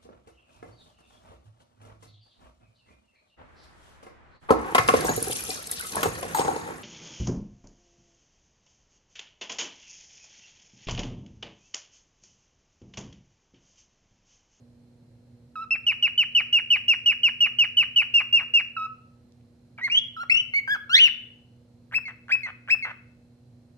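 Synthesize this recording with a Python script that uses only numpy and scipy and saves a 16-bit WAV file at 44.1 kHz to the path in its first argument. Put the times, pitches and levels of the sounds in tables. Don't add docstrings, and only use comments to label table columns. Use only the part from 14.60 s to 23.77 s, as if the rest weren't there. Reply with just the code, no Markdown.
import sys
import numpy as np
from scipy import signal
from scipy.fft import rfft, irfft
from scipy.io import wavfile
from scipy.ndimage import map_coordinates

SR = 44100
rng = np.random.default_rng(int(sys.argv[2]) if len(sys.argv) > 2 else 0)


def file_out(sig):
    cols = np.atleast_2d(sig).T
    lim = np.clip(cols, -1, 1)
    pcm = np.round(lim * 32767).astype(np.int16)
    wavfile.write(sys.argv[1], SR, pcm)


N = 404397
TOP_HZ = 15850


# freq_hz, level_db
OVERTONE_LEVELS = [(2500, -17.5), (3700, -17), (4600, -27.5), (5800, -27.5), (6800, -41), (8500, -38.5),
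                   (9800, -48.5), (11500, -42.5), (13500, -45), (15500, -45)]


def syrinx(hz, db, strain_db, rough, jitter=0.016, tremor=0.0031, shimmer=0.083,
           rasp_db=-20, hiss_db=-53, strain_reach=0.42):
    count = len(hz)
    hz = hz * (1 + jitter * rough * wander(count, 450) + tremor * wander(count, 260))
    phase = 2 * np.pi * np.cumsum(hz) / SR
    tone = np.sin(phase)
    for k in range(2, 12):
        strain_lift_db = strain_db / (k - 1) ** strain_reach
        overtone_db = colour(k * hz, OVERTONE_LEVELS) + strain_lift_db + 3.2 * wander(count, 80)
        overtone_db -= 5 * rough
        tone += undb(overtone_db) * (k * hz < TOP_HZ) * np.sin(k * phase)
    rasp = unit(throat(rng.standard_normal(count), 3300))
    hiss = unit(breath_colour(rng.standard_normal(count)))
    voice = np.sqrt(2) * tone * (1 + shimmer * rough * wander(count, 370))
    voice += undb(rasp_db) * rough * rasp
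    voice += undb(hiss_db) * (1 + 14 * rough) * hiss
    soft_edges = signal.windows.tukey(count, min(0.0042 * SR / count, 1))
    return voice * undb(db) * soft_edges


def breath_colour(noise):
    return shape(noise, lambda f: undb(colour(f, OVERTONE_LEVELS) / 2))


def throat(x, hz, q=1.6, low_hz=560, high_hz=2700):
    windpipe = signal.butter(4, [low_hz, high_hz], "band", fs=SR, output="sos")
    return signal.sosfilt(windpipe, resonate(x, hz, q))


def creak(length, db, hz, rate, scatter_db=3, air_db=-27, air_s=.001):
    count = int(length * SR)
    gap, size = rng.standard_normal((64, 2)).T
    at = np.cumsum(np.r_[0, np.exp(.4 * gap[1:])] * SR / rate).astype(int)
    inside = at < count
    slap_gain = undb(scatter_db * size - 5 * at / count)
    pulses = np.zeros(count + 256)
    pulses[at[inside]] = slap_gain[inside]
    puff_envelope = signal.lfilter([1], [1, -np.exp(-1 / (air_s * SR))], pulses)
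    air = breath_colour(puff_envelope * rng.standard_normal(len(pulses)))
    return undb(db) * (unit(throat(pulses, hz)) + undb(air_db) * unit(air))


def song(chirp_db=1.0, whistle_db=5, slur_db=-6, squawk_db=-2, peep_db=7, downslur_db=-1):
    return (treble(chirps(), chirp_db) + treble(whistles(), whistle_db) + treble(slurs(), slur_db)
            + treble(squawk(), squawk_db) + treble(peeps(), peep_db) + treble(downslurs(), downslur_db))


# (closing crack, before break_db)
CHIRP_RUN = [(1.106, 0.061, 2763, 112.5, -49.5), (1.265, 0.066, 3114, 869, -46.5),
             (1.424, 0.06, 3077, 707, -45.5), (1.576, 0.067, 3179, 752, -49.5),
             (1.748, 0.07, 3150, 911, -43), (1.926, 0.079, 3005, 456, -47),
             (2.102, 0.073, 3135, 934, -44.5), (2.28, 0.07, 3016, 626, -44.5),
             (2.458, 0.077, 3054, 609.3, -47), (2.631, 0.067, 3096, 737.4, -43.5),
             (2.804, 0.074, 3026, 500, -42.5), (2.985, 0.072, 3096, 728, -45),
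             (3.168, 0.075, 3132, 717, -42.5), (3.359, 0.075, 3127, 807, -42),
             (3.538, 0.083, 2916, 315.3, -39), (3.725, 0.086, 2915, 284, -45),
             (3.936, 0.079, 2959, 484, -45)]
# share_of_length, level_db
CHIRP_PRESSURE = [(0, -7.5), (.05, 6.5), (.3, 9.5), (.6, 5.5), (.79, -0.5), (.93, -13), (1, -17.5)]
CHIRP_DB, WARM_UP_DB, WARM_UP_S = -22.5, -4.5, .3


def chirps(end_hz=1400, scoop_hz=200, scoop_s=.008, break_at=.78, break_db=2.5, break_hz=1400,
           strain_db=0, strain_fade_db=-4, end_rough=0.82):
    out = np.zeros(N)
    for s, length, top_hz, sag_hz, crack_db in CHIRP_RUN:
        t, u = note_time(length)
        scoop = scoop_hz * np.exp(-t / scoop_s)
        plunge = (top_hz - sag_hz - end_hz) * u ** 6
        hz = top_hz - scoop - sag_hz * u - plunge
        warm_up_db = WARM_UP_DB * np.exp((CHIRP_RUN[0][0] - s) / WARM_UP_S)
        db = CHIRP_DB + warm_up_db + np.interp(u, *np.transpose(CHIRP_PRESSURE))
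        add(out, syrinx(hz, db, strain_db + strain_fade_db * u, end_rough * u ** 4), s)
        crack = creak(0.19 * length, crack_db + break_db, break_hz, 700)
        add(out, crack, s + break_at * length)
    return out


# start_s, length_s, pitch_hz, swing_hz, crest (share of length), final_drop_hz,
# level_db, swell_db, strain_db, beak_shut (0-1)
HELD_WHISTLES = [(0.955, .097, 1300, 32, .72, 81, -34.5, 0, -1, 0.43),
                 (4.165, .107, 1298, 18, .9, 79, -29.5, 1.3, 5.5, 0.95),
                 (5.212, .074, 2020, 140, 0.55, 730, -28, 6.5, -1, 0.16),
                 (5.565, .078, 1347, 62, .68, 70, -33, 3, -4, 0),
                 (5.936, .067, 2188, 72, .53, 20, -20.5, 2, 2, 0.11),
                 (6.075, .091, 1621, 75, .52, 470, -24, 3, -0.5, 0)]
# freq_hz, level_db
BEAK_MUFFLE = [(2700, 0), (3800, -15), (5200, -9.5), (12000, -18)]


def whistles(entry_hz=150, entry_s=0.0033, release_db=-11, rough=0.11, edge_rough=0.41):
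    out = np.zeros(N)
    for s, length, pitch_hz, swing_hz, crest, drop_hz, db, swell_db, strain_db, shut in HELD_WHISTLES:
        t, u = note_time(length)
        effort = np.cos(2 * np.pi * (u - crest))
        entry, release = np.exp(-t / entry_s), u ** 12
        hz = pitch_hz + swing_hz * effort + entry_hz * entry - drop_hz * release
        level_db = db + swell_db * effort + release_db * release
        roughness = rough + edge_rough * (entry + release)
        note = syrinx(hz, level_db, strain_db + swell_db * effort, roughness)
        add(out, shape(note, lambda f: undb(shut * colour(f, BEAK_MUFFLE))), s)
    return out


# time_s, pitch_hz
SLUR_CURVES = [
    [(5.298, 2300), (5.306, 2324), (5.318, 2728), (5.352, 2973), (5.36, 2980), (5.368, 3153), (5.384, 3341),
     (5.392, 3262)],
    [(5.696, 2126), (5.7, 2080), (5.708, 2629), (5.724, 2653), (5.732, 2680), (5.766, 2795), (5.774, 2890),
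     (5.798, 3004), (5.816, 2877)],
]
# start_db, end_db
SLUR_RAMPS = [(-26, -14.5), (-14, -23.5)]


def slurs(onset_db=-10, onset_s=.004, strain_db=4, rough=.22, warble_hz=38, crest_s=0.028,
          warble_db=4.0, warble_depth=0.011):
    out = np.zeros(N)
    for curve, (start_db, end_db) in zip(SLUR_CURVES, SLUR_RAMPS):
        s, hz = np.transpose(curve)
        t, u = note_time(s[-1] - s[0])
        warble = np.cos(2 * np.pi * warble_hz * (t - crest_s))
        db = start_db + (end_db - start_db) * u + onset_db * np.exp(-t / onset_s) + warble_db * warble
        warbled_hz = np.interp(s[0] + t, s, hz) * (1 + warble_depth * warble)
        add(out, syrinx(warbled_hz, db, strain_db, rough), s[0])
    return out


# time_s, pitch_hz, level_db,
# strain_db (lift of the low overtones)
SQUAWK_CURVE = [(6.294, 1322, -33, 10), (6.328, 1510, -26, 16.5), (6.354, 1798, -21.5, 28),
                (6.386, 2152, -16.5, 17), (6.397, 2790, -13.5, -2), (6.41, 3053, -12, 4),
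                (6.448, 2912, -10.5, -2), (6.473, 2628, -18.5, 4.5), (6.49, 1475, -38, 9.5)]
TRILL_AT_S, TRILL_WIDTH_S, TRILL_HZ, TRILL_DEPTH = 6.369, .023, 85, .07


def squawk(pulse_db=4.0, rough=0.038, trill_rough=0.067, end_rough=1.0):
    out = np.zeros(N)
    s, *columns = np.transpose(SQUAWK_CURVE)
    t, u = note_time(s[-1] - s[0])
    t = t + s[0]
    hz, db, strain_db = (np.interp(t, s, c) for c in columns)
    shaking = np.exp(-((t - TRILL_AT_S) / TRILL_WIDTH_S) ** 2)
    trill = shaking * np.cos(2 * np.pi * TRILL_HZ * (t - TRILL_AT_S))
    roughness = rough + trill_rough * shaking + end_rough * u ** 20
    trilled_hz = hz * (1 + TRILL_DEPTH * trill)
    add(out, syrinx(trilled_hz, db + pulse_db * trill, strain_db, roughness, strain_reach=0.535), s[0])
    return out


# start_s, leap_after_s, length_s, top_pitch_hz, level_db
RISING_PEEPS = [(7.321, .022, 0.067, 2655, -19.5), (7.691, .025, .066, 2608, -15),
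                (8.083, .019, .069, 2646, -15)]


def peeps(low_hz=1480, leap_s=0.0038, sag_hz=110, low_db=-14, onset_db=-14, onset_s=.01, release_db=-10,
          strain_db=12.5, relax_db=-22, rough=0.095, open_db=-42, close_db=-42):
    out = np.zeros(N)
    for s, leap_after, length, top_hz, db in RISING_PEEPS:
        t, u = note_time(length)
        low = 1 / (1 + np.exp((t - leap_after) / leap_s))
        hz = top_hz + (low_hz - top_hz) * low - sag_hz * u ** 5
        level_db = db + low_db * low + onset_db * np.exp(-t / onset_s) + release_db * u ** 10
        tension_db = (1 - low) * strain_db + relax_db * u ** 2
        add(out, syrinx(hz, level_db, tension_db, np.maximum(low, rough)), s)
        add(out, creak(leap_after, open_db, 1620, 430), s)
        add(out, creak(0.0068, close_db, 1600, 680), s + .93 * length)
    return out


# start_s, length_s, pitch_hz, level_db, roughness (0-1)
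FALLING_NOTES = [(5.177, 0.037, 2343, -45, .9), (7.453, 0.046, 2254, -34.5, 0),
                 (7.832, 0.042, 2200, -30, 0), (8.224, 0.036, 2230, -28, 0.1)]


def downslurs(fall_hz_per_s=5500, drop_hz=130, strain_db=9, relax_db=-16, end_rough=.6):
    out = np.zeros(N)
    for s, length, pitch_hz, db, rough in FALLING_NOTES:
        t, u = note_time(length)
        fray = u ** 6
        hz = pitch_hz - fall_hz_per_s * t - drop_hz * fray
        roughness = np.minimum(rough + end_rough * fray, 1)
        add(out, syrinx(hz, db - 5 * fray, strain_db + relax_db * u, roughness), s)
    return out


# start_s, length_s, level_db, centre_hz, pulses_per_s
SLACK_CREAKS = [(3.809, 0.029, -41.5, 1483, 690), (5.184, 0.028, -43.5, 1520, 670),
                (5.277, .014, -41, 1490, 460), (5.633, 0.0084, -42.5, 1211, 290),
                (6.077, 0.0091, -42, 1246, 400), (6.15, 0.017, -41.5, 1464, 500),
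                (6.473, 0.017, -43.5, 2010, 680), (7.482, 0.046, -45.5, 1710, 200),
                (7.862, 0.043, -39, 1690, 420), (8.25, 0.07, -36.5, 1620, 540)]
# start_s, peak_db, centre_hz
THROAT_CLICKS = [(1.724, -50, 3810), (1.872, -52.5, 5070), (4.722, -54, 4470), (4.81, -61, 2300),
                 (5.236, -45, 8900), (5.387, -27, 4430), (5.756, -29.5, 1750), (5.94, -33.5, 1410),
                 (7.313, -38.5, 1687), (7.39, -39, 1690), (7.683, -32.5, 1540), (8.076, -32, 1690)]


def throat_noises(click_s=.0006):
    out = np.zeros(N)
    for s, length, db, hz, rate in SLACK_CREAKS:
        add(out, creak(length, db, hz, rate), s)
    t = np.arange(512) / SR
    for s, db, hz in THROAT_CLICKS:
        click = rng.standard_normal(len(t)) * np.exp(-t / click_s)
        for _ in range(3):
            click = resonate(click, hz, 1.7)
        add(out, undb(db) * click / np.abs(click).max(), s)
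    return out


# centre_hz, t60_s, level_db
WALL_TAIL = [(694.6, 0.16, -15.5), (1380, 0.55, -11), (2230, 0.56, -16.5), (3130, 0.56, -13.5),
             (4002, 0.36, -18), (5600, 0.38, -17), (10990, 0.64, -17)]
# delay_ms, left_db, right_db
NEAR_ECHOES = [(9.154, -13.5, -23), (14.87, -17, -25), (20.3, -20, -28.5), (27.4, -30.5, -24),
               (34.76, -31.5, -32), (50.3, -27.5, -25.5), (65, -31, -36), (78, -31.5, -38.5),
               (87.4, -26, -44.5)]


def room(x, build_s=0.012):
    t = np.arange(int(SR)) / SR
    response = np.zeros((2, len(t)))
    noise = rng.standard_normal(response.shape)
    centres = [row[0] for row in WALL_TAIL]
    for share, (hz, t60, db) in zip(np.eye(len(WALL_TAIL)), WALL_TAIL):
        decay = np.exp(-np.log(1000) * t / t60) * (1 - np.exp(-t / build_s))
        band = shape(noise, lambda f: colour(f, np.c_[centres, share]))
        response += undb(db) * band * decay / np.linalg.norm(decay)
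    for ms, left_db, right_db in NEAR_ECHOES:
        response[:, int(ms * SR / 1000)] += undb([left_db, right_db])
    return signal.fftconvolve(x[None], response, axes=1)[:, :N]


# time_s, left_lead_ms (left port hears it first), facing (turned to the phone, 0-1)
HEAD_TURNS = [(1, 0.054, 0.11), (4.3, 0.083, 0.08), (5.2, 0.094, 0), (5.7, .2, 1), (6.45, 0.16, 1),
              (7.35, .1, 0.67), (8.25, .13, 0.57)]
# freq_hz, difference_db
PAN_AWAY = [(1300, -4), (2400, 0.5), (2900, -2), (4400, -5.5), (6000, -8.5), (8000, -20), (13000, -8.5)]
# freq_hz, difference_db
PAN_FACING = [(1350, -1), (1700, 2.5), (2200, -2), (2600, 10.5), (2950, 3), (3300, -2.5), (6000, -0.5),
              (8000, -17.5), (13000, 5)]
# freq_hz, level_db
PORT_TREBLE = [(6000, -0.5), (7200, 0), (9000, -4), (9900, -9), (11200, -2), (13000, -2.5)]


def at_the_ports(bird):
    s, *columns = np.transpose(HEAD_TURNS)
    lead_ms, facing = (np.interp(np.arange(N) / SR, s, c) for c in columns)
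    facing = np.clip(facing, 0, 1)
    late = map_coordinates(bird, [np.arange(N) - lead_ms * SR / 1000], order=3)
    pair = np.array([bird, late]) + room(bird)
    heard = pan(pair * (1 - facing), PAN_AWAY) + pan(pair * facing, PAN_FACING)
    return shape(heard, lambda f: undb(colour(f, PORT_TREBLE)))


def pan(pair, points):
    def gains(f):
        g = undb(np.array([[.5], [-.5]]) * colour(f, points))
        return g / np.sqrt(np.mean(g ** 2, axis=0))
    return shape(pair, gains)


# freq_hz, level_db (before hum_db and the port balance)
MAINS_HUM = [(120, -60.5), (240, -59), (360, -74.5), (480, -73.5)]
# freq_hz, density_db
ROOM_NOISE = [(15, -35.5), (25, -9.5), (48, -10), (119, 2.5), (183, -9.5), (240, -7.5), (297, -13.5),
              (421, -20), (482, -13.5), (598, -19), (1140, -32.5), (3720, -39.5), (4150, -37.5),
              (12200, -48), (15500, -74)]
ROOM_NOISE_DB = -58


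def background(hum_db=-1, whine_hz=4150, whine_db=-84):
    t = np.arange(N) / SR
    hum = np.zeros(N)
    for hz, db in MAINS_HUM:
        gain = undb(db + hum_db + 0.72 * wander(N, 5)) * np.sqrt(2)
        hum += gain * np.sin(2 * np.pi * hz * t + .2 * wander(N, 4.6))
    mid, side = shape(rng.standard_normal((2, N)), lambda f: undb(colour(f, ROOM_NOISE)))
    side = shape(side, lambda f: colour(f, [(150, .15), (600, 0.6), (2000, 0.83)]))
    air = undb(ROOM_NOISE_DB) * (mid + side * np.array([[1], [-1]])) / mid.std()
    whine = undb(whine_db) * unit(resonate(rng.standard_normal((2, N)), whine_hz, 35))
    port_balance = undb(np.array([[-.9], [.9]]))
    return (hum + air + whine) * port_balance


def undb(db):
    return 10 ** (np.asarray(db) / 20)


def unit(x):
    return x / np.sqrt(np.mean(x ** 2) + 1e-18)


def colour(hz, points):
    f, value = np.transpose(points)
    return np.interp(np.log(np.maximum(hz, 1)), np.log(f), value)


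def shape(x, gain):
    return irfft(rfft(x) * gain(np.fft.rfftfreq(x.shape[-1], 1 / SR)), x.shape[-1])


def treble(x, db):
    return shape(x, lambda f: undb(db * colour(f, [(6500, 0), (15000, 1)])))


def wander(count, hz):
    noise = rng.standard_normal(count + 4096)
    return unit(shape(noise, lambda f: 1 / (1 + (f / hz) ** 4)))[:count]


def resonate(x, hz, q):
    return signal.lfilter(*signal.iirpeak(hz, max(q, hz / (SR / 3)), fs=SR), x)


def note_time(length):
    t = np.arange(int(length * SR)) / SR
    return t, t / length


def add(out, x, s):
    i = max(int(s * SR), 0)
    out[i:i + len(x)] += x[:len(out) - i]


def scene():
    return at_the_ports(song() + throat_noises()) + background()


def record(dry, low_cut_hz=44):
    dry = signal.sosfilt(signal.butter(3, low_cut_hz, "high", fs=SR, output="sos"), dry)
    return signal.sosfilt(signal.ellip(10, .2, 70, TOP_HZ, fs=SR, output="sos"), dry)


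dry = scene()
out = record(dry)
file_out(out)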